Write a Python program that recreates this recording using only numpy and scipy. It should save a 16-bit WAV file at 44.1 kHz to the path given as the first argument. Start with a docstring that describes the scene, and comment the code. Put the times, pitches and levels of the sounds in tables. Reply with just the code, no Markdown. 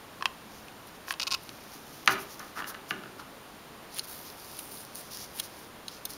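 """A hot-glue gun clicks over a ribbon bow, its plastic shell ringing, and the trigger creaks as it is
let go. The gun is knocked down on the table, then nudged aside in short scrapes. Fingers press the bow
onto a clay figurine: the ribbon rustles, catches on its pine cones and snaps free.
All of it plays close to the microphone, over the air and faint drone of a small quiet room."""
import sys
import numpy as np
from scipy import signal
from scipy.fft import rfft, irfft, next_fast_len
from scipy.io import wavfile

SR = 44100
rng = np.random.default_rng(int(sys.argv[2]) if len(sys.argv) > 2 else 0)


def inscribe(sig):
    """Save sig as 16-bit PCM at rate SR to the path in sys.argv[1].

    A 1-D sig is mono; a 2-D sig holds one channel per row.
    Samples are clipped to [-1, 1] before scaling.
    """
    pcm = np.round(np.clip(np.atleast_2d(sig).T, -1, 1) * 32767)
    wavfile.write(sys.argv[1], SR, pcm.astype(np.int16))


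N = 272097
TIME = np.arange(N) / SR

# trigger clicks: t/s, level/dB, brightness/(dB per octave), favoured f/Hz
TRIGGER_CLICKS = [(.2095, -40.5, -2, 1050), (.2240, -30, -0.7, 1350), (.2565, -22, 1, 2730),
                  (.6834, -49, 4, 2800), (1.082, -38.5, -3, 1660), (1.1076, -28, 0.5, 1700),
                  (1.125, -42, 0, 2700), (1.139, -40, 2, 3430), (1.4921, -42, 5.5, 3780)]
# ring of the gun's plastic shell: f/Hz, level/dB, t60/s
SHELL_MODES = [(400, -18, 0.0037), (710, -8.5, 0.0074), (1077, -1.5, 0.018), (1690, -3.5, 0.009),
               (2580, -3, 0.011), (3160, -3.5, 0.0084), (3970, -6.5, 0.0063), (4470, -6.5, 0.0071),
               (5440, -3.5, 0.0031), (8300, -9, 0.0029), (11000, -18, 0.0033), (13500, -20, 0.002)]
# stick-slip bursts of the trigger: start t/s, slip rate/Hz, end t/s, level/dB, pivot f/Hz
TRIGGER_CREAKS = [(1.198, 280, 1.199, -19, 4700), (1.2003, 330, 1.2052, -19.5, 2750),
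                  (1.215, 310, 1.223, -21, 4600), (1.2307, 260, 1.236, -19.5, 4450),
                  (1.2693, 455, 1.2812, -21.5, 4470), (1.3072, 440, 1.308, -23.5, 4700),
                  (1.3127, 365, 1.3275, -19, 4600), (1.3357, 350, 1.337, -20, 4900),
                  (1.3418, 320, 1.3495, -15.5, 4700)]
# ring of the hollow grip after each slip: f/Hz, level/dB, t60/s
GRIP_MODES = [(1075, -24, 0.055), (1380, -20, 0.019), (2580, -16, 0.03), (2850, -18, 0.029),
              (3740, -22, 0.03), (5300, -32, 0.019)]
# rasp of the plastic: f/Hz, level/dB
GRIT_EQ = [(500, -34), (1100, -1), (1900, -15.5), (2700, 1), (3400, -2.5), (5000, 0.5), (7000, -4.5),
           (10000, -14), (15000, -16)]

# the gun hits the table: t/s, level/dB, brightness/(dB per octave), favoured f/Hz
TABLE_KNOCKS = [(2.075, -28.5, -3.5, 1570), (2.0759, -15, 3, 1940), (2.0798, -24, 0.5, 1700),
                (2.0848, -26.5, -2.5, 1500), (2.0926, -27.5, -4, 1330), (2.6226, -38.5, -2.5, 1500),
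                (2.6428, -37.5, 1, 1790), (2.7445, -44, 4, 2000), (2.7485, -42, -3, 2070),
                (2.908, -28, 0, 2300), (2.912, -35.5, -4.5, 1500), (2.9172, -44.5, -7, 1390),
                (3.0364, -44, 1, 1500), (3.058, -45, -7, 1500)]
# gun and table ringing together: f/Hz, level/dB, t60/s
TABLE_MODES = [(135, -32, 0.077), (218, -25, 0.051), (290, -23, 0.039), (391, -23, .09), (600, -14, 0.022),
               (912, -9.5, 0.023), (1180, -4.5, 0.023), (1455, 0.5, 0.015), (1720, -3, 0.016),
               (1995, -11.5, 0.02), (2300, -7.5, 0.011), (2810, 0.5, 0.0096), (3920, -3, .005),
               (4770, -5, 0.0037), (6200, -9, 0.0031), (9900, -10, 0.0013)]
# shoves that slide the gun's stand: start t/s, length/s, level/dB
STAND_NUDGES = [(2.385, .04, -41), (2.552, .045, -33.5), (2.655, .05, -44), (3.175, .022, -41)]
# scrape of the stand: f/Hz, level/dB
SCRAPE_EQ = [(100, -22), (300, -13.5), (600, -13.5), (1200, 2), (1800, -3), (2300, -13), (3200, -15),
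             (6000, -24), (15000, -27)]

# a finger brushes the ribbon: middle t/s, length/s, fizz level/dB, rub offset/dB
FINGER_BRUSHES = [(.56, .14, -60, 4), (.878, .03, -54, -1), (.955, .03, -57, 1), (1.102, .05, -43.5, 0),
                  (1.742, .065, -51.5, 0), (1.96, .12, -56, 0), (2.12, .048, -38.5, -1),
                  (2.212, .06, -46, -5), (2.32, .06, -49, 2), (2.583, .05, -50, 2.5),
                  (2.692, .043, -40.5, -4.5), (2.9, .035, -46, -4), (3.2, .03, -57, 6), (3.95, .07, -50, 2),
                  (4.044, .026, -44.5, -5), (4.275, .045, -54, 6.5), (5.06, .06, -55, 1),
                  (5.22, .04, -54, 10), (5.375, .075, -45, -8), (5.445, .04, -43.5, -3),
                  (5.6, .11, -54, -6), (5.94, .12, -55.5, 5), (6.106, .026, -40.5, -5),
                  (6.135, .08, -51, 1)]
# a fingertip presses and drags: start t/s, length/s, fizz level/dB, rub offset/dB, drift/(dB per s)
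FINGER_DRAGS = [(1.4, 1.1, -59, 0, 1), (3.95, 1.72, -58.5, -1, 0), (4.065, .26, -42.5, -8, -38),
                (4.36, .22, -52, -4, 17), (4.58, .11, -44, -12, -45), (4.7, .135, -43, -10, -32),
                (4.942, .07, -42, -8, -35), (5.098, .145, -45.5, .5, -5)]
# fine top end of the threads: f/Hz, level/dB
FIZZ_EQ = [(5000, -15), (8000, -7), (9500, 2.5), (11000, -0.5), (13000, 1.5), (15500, 3)]
# lower body of the rustle: f/Hz, level/dB
RUB_EQ = [(500, -19), (2000, -15), (3300, -6), (4600, 0), (6200, -1.5), (7500, -10), (10000, -45)]
# the weave's hiss shifts with grip and sliding speed: t/s, rub centre f/Hz, fizz centre f/Hz
WEAVE_SWEEP = [(2.7, 5900, 11400), (3.97, 4400, 10300), (4.12, 4700, 11800), (4.27, 4900, 12000),
               (4.6, 5040, 10000), (4.8, 5000, 9500), (4.98, 5200, 9300), (5.2, 5330, 10700),
               (6.1, 4900, 10200)]
# the ribbon drags ever harder over an edge: release t/s, level/dB, build-up/s
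RIBBON_CATCHES = [(1.127, -36, 0.011), (3.971, -39, .01), (3.988, -29.5, .007), (4.132, -40, 0.0068),
                  (4.594, -36, 0.0056), (5.403, -30, 0.013), (6.109, -46, 0.0054)]
# rasp of the caught ribbon: f/Hz, level/dB
CATCH_EQ = [(400, -17), (1600, -4), (3000, 1), (4300, 1), (5500, -6.5), (8000, -5), (10500, 2.5),
            (12500, -8), (15000, -3.5)]
# flicks on the pine cones: t/s, level/dB, brightness/(dB per octave), favoured f/Hz
CONE_SNAPS = [(.8725, -55, -2, 12000), (1.434, -51, 2, 13000), (2.06, -43, -4, 14000),
              (2.3948, -44, 1, 5500), (3.9455, -47, 1, 10500), (3.9878, -37, 2, 10100),
              (3.9936, -30, -4, 4450), (4.301, -48, -3, 4500), (4.5903, -39, 3, 10600),
              (4.772, -50, -2, 4200), (4.95, -47, 2, 9500), (5.3987, -29.5, -0.5, 3400),
              (5.8819, -36, -5.5, 3700), (6.0528, -33.5, 1.5, 14100), (6.055, -36, -2.5, 4100),
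              (6.1353, -46, 0, 5100)]
# ring of a pine-cone scale: f/Hz, level/dB, t60/s
CONE_MODES = [(1620, -19, 0.0042), (2920, -4, 0.0063), (3280, -2, 0.0054), (4140, -2.5, 0.007),
              (5170, -1.5, .006), (6400, 1, .006), (9300, 3, 0.0059), (10900, 4.5, 0.0066),
              (14200, 4, 0.0057)]

# reverb decay: f/Hz, t60/s
REVERB_DECAY = [(200, 0.62), (530, 0.53), (1400, 0.35), (3700, 0.42), (12000, 0.19)]
# reverb tone: f/Hz, level/dB
REVERB_EQ = [(100, 4), (350, 8), (700, 3), (1400, 0), (2500, -4), (5000, -6), (12000, 0)]
# room air: f/Hz, level/dB
AIR_EQ = [(20, -13), (50, -6.5), (110, -4.5), (160, -2.5), (300, -2.5), (520, -4), (1100, -5),
          (2000, -11.5), (3500, -14), (6400, -21), (9000, -20.5), (15000, -23)]
# faint drone in the room: f/Hz, level/dB
DRONE_TONES = [(217, -67.5), (295, -68.5), (391, -77.5)]


def trigger_clicks():
    """The trigger snaps against the gun and rings its plastic shell."""
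    return hits(TRIGGER_CLICKS, SHELL_MODES, chatter=0.44, chatter_s=0.0045, favour_db=6)


def trigger_creak(jitter=0.035, uneven_db=1.3, wander=0.058, chirp_s=0.00018, overtone_db=-15,
                  grit_db=-14, grit_s=0.0026, grip_uneven_db=3, max_slips=12):
    """The trigger sticks and slips: each slip is a pivot chirp, a gritty rasp and a knock on the grip."""
    tones, grit_gain = np.zeros((2, N))
    t = np.arange(4096) / SR
    hz, db, t60 = np.transpose(GRIP_MODES)[:, :, None]
    rings = amp(db - 60 * t / t60) * np.cos(2 * np.pi * hz * t) * (1 - np.exp(-t / chirp_s))
    swell = t / chirp_s * np.exp(1 - t / chirp_s)
    for start, per_s, end, level_db, pivot_hz in TRIGGER_CREAKS:
        slip_times = np.arange(start, end, 1 / per_s)
        for s, (late, louder, stiffer) in zip(slip_times, rng.standard_normal((max_slips, 3))):
            phase = 2 * np.pi * pivot_hz * (1 + wander * stiffer) * t
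            chirp = swell * np.sin(phase) + amp(overtone_db) * swell ** 2 * np.sin(2 * phase)
            grip = amp(grip_uneven_db * rng.standard_normal(len(GRIP_MODES))) @ rings
            onset = s + jitter * late / per_s
            force = amp(level_db + uneven_db * louder)
            add(tones, onset, force * (chirp + grip))
            add(grit_gain, onset, force * np.exp(-t / grit_s))
    grit = unit_rms(eq(rng.standard_normal(N), GRIT_EQ))
    return tones + amp(grit_db) * grit_gain * grit


def table_knocks():
    """The gun clatters on the table and the two ring together."""
    return hits(TABLE_KNOCKS, TABLE_MODES, chatter=0.54, chatter_s=0.0044, favour_db=6)


def stand_scrape():
    """At each nudge the gun's stand grates over the table top, slows and stops."""
    speed = sum(amp(db) * push(s, length, rise_s=0.026, drift_db_per_s=-45, stop_s=0.016)
                for s, length, db in STAND_NUDGES)
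    return speed * unit_rms(eq(friction(per_s=2500, spread_db=2), SCRAPE_EQ))


def finger_strokes():
    """Strokes as (envelope, rub offset/dB): brushes swell and fade, drags bite fast and ride on."""
    brushes = [(amp(db) * np.exp(-(2 * (TIME - s) / length) ** 2), offset_db)
               for s, length, db, offset_db in FINGER_BRUSHES]
    drags = [(amp(db) * push(s, length, rise_s=0.016, drift_db_per_s=drift, stop_s=0.018), offset_db)
             for s, length, db, offset_db, drift in FINGER_DRAGS]
    return brushes + drags


def ribbon_rustle(rub_db=-2, crinkle_db=-8, fizz_focus=0.58, rub_focus=0.53):
    """Threads slip under the fingertips: a fine fizz and a lower rub, each with a sweeping peak."""
    fizz_gain, rub_gain = np.zeros((2, N))
    for envelope, offset_db in finger_strokes():
        fizz_gain = np.hypot(fizz_gain, envelope)
        rub_gain = np.hypot(rub_gain, envelope * amp(offset_db + rub_db))
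    threads = friction(per_s=12000, spread_db=2.5)
    threads += amp(crinkle_db) * friction(per_s=110, spread_db=1.5)  # stiff fibres tick as they bend
    fizz, rub = unit_rms(eq(threads, FIZZ_EQ)), unit_rms(eq(threads, RUB_EQ))
    s, rub_hz, fizz_hz = np.transpose(WEAVE_SWEEP)
    fizz += fizz_focus * unit_rms(resonate(fizz, np.interp(TIME, s, fizz_hz), width_hz=2200))
    rub += rub_focus * unit_rms(resonate(rub, np.interp(TIME, s, rub_hz), width_hz=1700))
    return fizz_gain * unit_rms(fizz) + rub_gain * unit_rms(rub)


def ribbon_catches(release_s=0.0013):
    """A rasp builds as the ribbon tightens and cuts off when it comes free."""
    tension = sum(amp(db) * np.exp(-np.maximum((s - TIME) / build_s, (TIME - s) / release_s))
                  for s, db, build_s in RIBBON_CATCHES)
    return tension * unit_rms(eq(friction(per_s=8200, spread_db=3), CATCH_EQ))


def cone_snaps():
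    """Ribbon and nails flick the pine-cone scales into short, crisp ticks."""
    return hits(CONE_SNAPS, CONE_MODES, chatter=1.0, chatter_s=0.0032, favour_db=11)


def room_reverb(send, predelay_s=0.0054, build_s=0.0046, reflections_per_s=5000):
    """Dense reflections swell after a short gap and die band by band."""
    taps = rng.standard_normal(SR) * (rng.random(SR) < reflections_per_s / SR)
    hz, t, bands = signal.stft(taps, SR, nperseg=256)
    bands = bands * amp(-60 * t / curve_at(REVERB_DECAY, hz)[:, None])
    tail = signal.istft(bands, SR, nperseg=256)[1][:SR]
    fade_in = np.clip((TIME[:SR] - predelay_s) / build_s, 0, 1)
    tail = eq(tail / np.linalg.norm(tail), REVERB_EQ) * fade_in
    return signal.fftconvolve(send, tail)[:N]


def room_tone(air_db=-48.5, drone_width_hz=6):
    """A steady bed of air with a faint wavering drone."""
    noise = rng.standard_normal(N)
    drone = sum(amp(db) * unit_rms(filtered(noise, lambda hz: bell(hz, centre_hz, drone_width_hz)))
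                for centre_hz, db in DRONE_TONES)
    return amp(air_db) * unit_rms(eq(rng.standard_normal(N), AIR_EQ)) + drone


def hits(rows, modes, chatter, chatter_s, favour_db, favour_octaves=0.31, detune=0.0087, size=8192):
    """Each hit rings the modes, boosting those near its favoured pitch; the contact chatters briefly."""
    out = np.zeros(N)
    t = np.arange(size) / SR
    hz, mode_db, t60 = np.transpose(modes)[:, :, None]
    polarity = (-1) ** np.arange(len(hz))[:, None]
    for s, level_db, tilt_db, favoured_hz in rows:
        boost_db = favour_db * np.exp(-(np.log2(hz / favoured_hz) / favour_octaves) ** 2)
        db = mode_db + tilt_db * np.log2(hz / 2000) + boost_db
        detuned_hz = hz * (1 + detune * rng.standard_normal(hz.shape))
        ring = (polarity * amp(db - 60 * t / t60) * np.sin(2 * np.pi * detuned_hz * t)).sum(0)
        force = rng.standard_normal(size) * np.exp(-t / chatter_s)
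        force *= chatter / np.linalg.norm(force)
        force[0] += 1  # the clean attack ahead of the chatter
        hit = signal.fftconvolve(ring, force)[:size]
        hit *= np.sqrt(SR / 100) / np.linalg.norm(hit)  # the energy of 10 ms at unit rms
        add(out, s, amp(level_db) * hit)
    return out


def friction(per_s, spread_db):
    """Tiny slips at random moments, a few much larger than the rest."""
    size = amp(spread_db * np.minimum(rng.exponential(1, N), 4))
    return unit_rms(rng.standard_normal(N) * size * (rng.random(N) < per_s / SR))


def push(start, length, rise_s, drift_db_per_s, stop_s):
    """Envelope of one push: it rises, holds while the force drifts, and dies away."""
    t = np.maximum(TIME - start, 0)
    attack = np.minimum(t / rise_s, 1)
    hold = amp(drift_db_per_s * np.minimum(t, length))
    release = np.exp(-np.maximum(t - length, 0) / stop_s)
    return attack * hold * release


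def resonate(x, hz, width_hz):
    """A resonance that follows the curve hz."""
    carrier = np.exp(2j * np.pi * np.cumsum(hz) / SR)
    pole = np.exp(-np.pi * width_hz / SR)
    return 2 * (carrier * signal.lfilter([1 - pole], [1, -pole], x / carrier)).real


def filtered(x, gain_at):
    """Filters x by a gain given as a function of frequency."""
    size = next_fast_len(len(x), True)
    return irfft(rfft(x, size) * gain_at(np.fft.rfftfreq(size, 1 / SR)), size)[:len(x)]


def eq(x, points):
    """Shapes x with a curve of f/Hz, level/dB points."""
    return filtered(x, lambda hz: amp(curve_at(points, hz)))


def curve_at(points, hz):
    """A curve's value on a log-frequency axis."""
    f, value = np.transpose(points)
    return np.interp(np.log(hz + 1), np.log(f + 1), value)


def bell(hz, centre_hz, width_hz):
    """A peak that falls to half at width_hz either side."""
    return 1 / (1 + ((hz - centre_hz) / width_hz) ** 2)


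def amp(db):
    return 10 ** (np.asarray(db) / 20)


def unit_rms(x):
    return x / np.sqrt(np.mean(x ** 2) + 1e-20)


def add(mix, s, sound):
    part = mix[max(round(s * SR), 0):][:len(sound)]
    part += sound[:len(part)]


def scene():
    """Work close to the microphone is nearly dry; the table, farther off, fills the room."""
    gun = trigger_clicks() + trigger_creak()
    bow = ribbon_rustle() + ribbon_catches() + cone_snaps()
    table = table_knocks() + stand_scrape()
    reverb = room_reverb(amp(-17.5) * gun + amp(-16) * bow + amp(-5.5) * table)
    return (gun + bow + table + reverb + room_tone())[None]


def record(dry, notch_hz=7900, notch_width_hz=270, cutoff_hz=15700):
    """The camera microphone has a narrow notch in the treble and a steep high cut."""
    notched = filtered(dry[0], lambda hz: 1 - bell(hz, notch_hz, notch_width_hz))
    high_cut = signal.firwin(301, cutoff_hz, window=("kaiser", 8), fs=SR)
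    return signal.oaconvolve(notched, high_cut, "same")[None]


dry = scene()
out = record(dry)
inscribe(out)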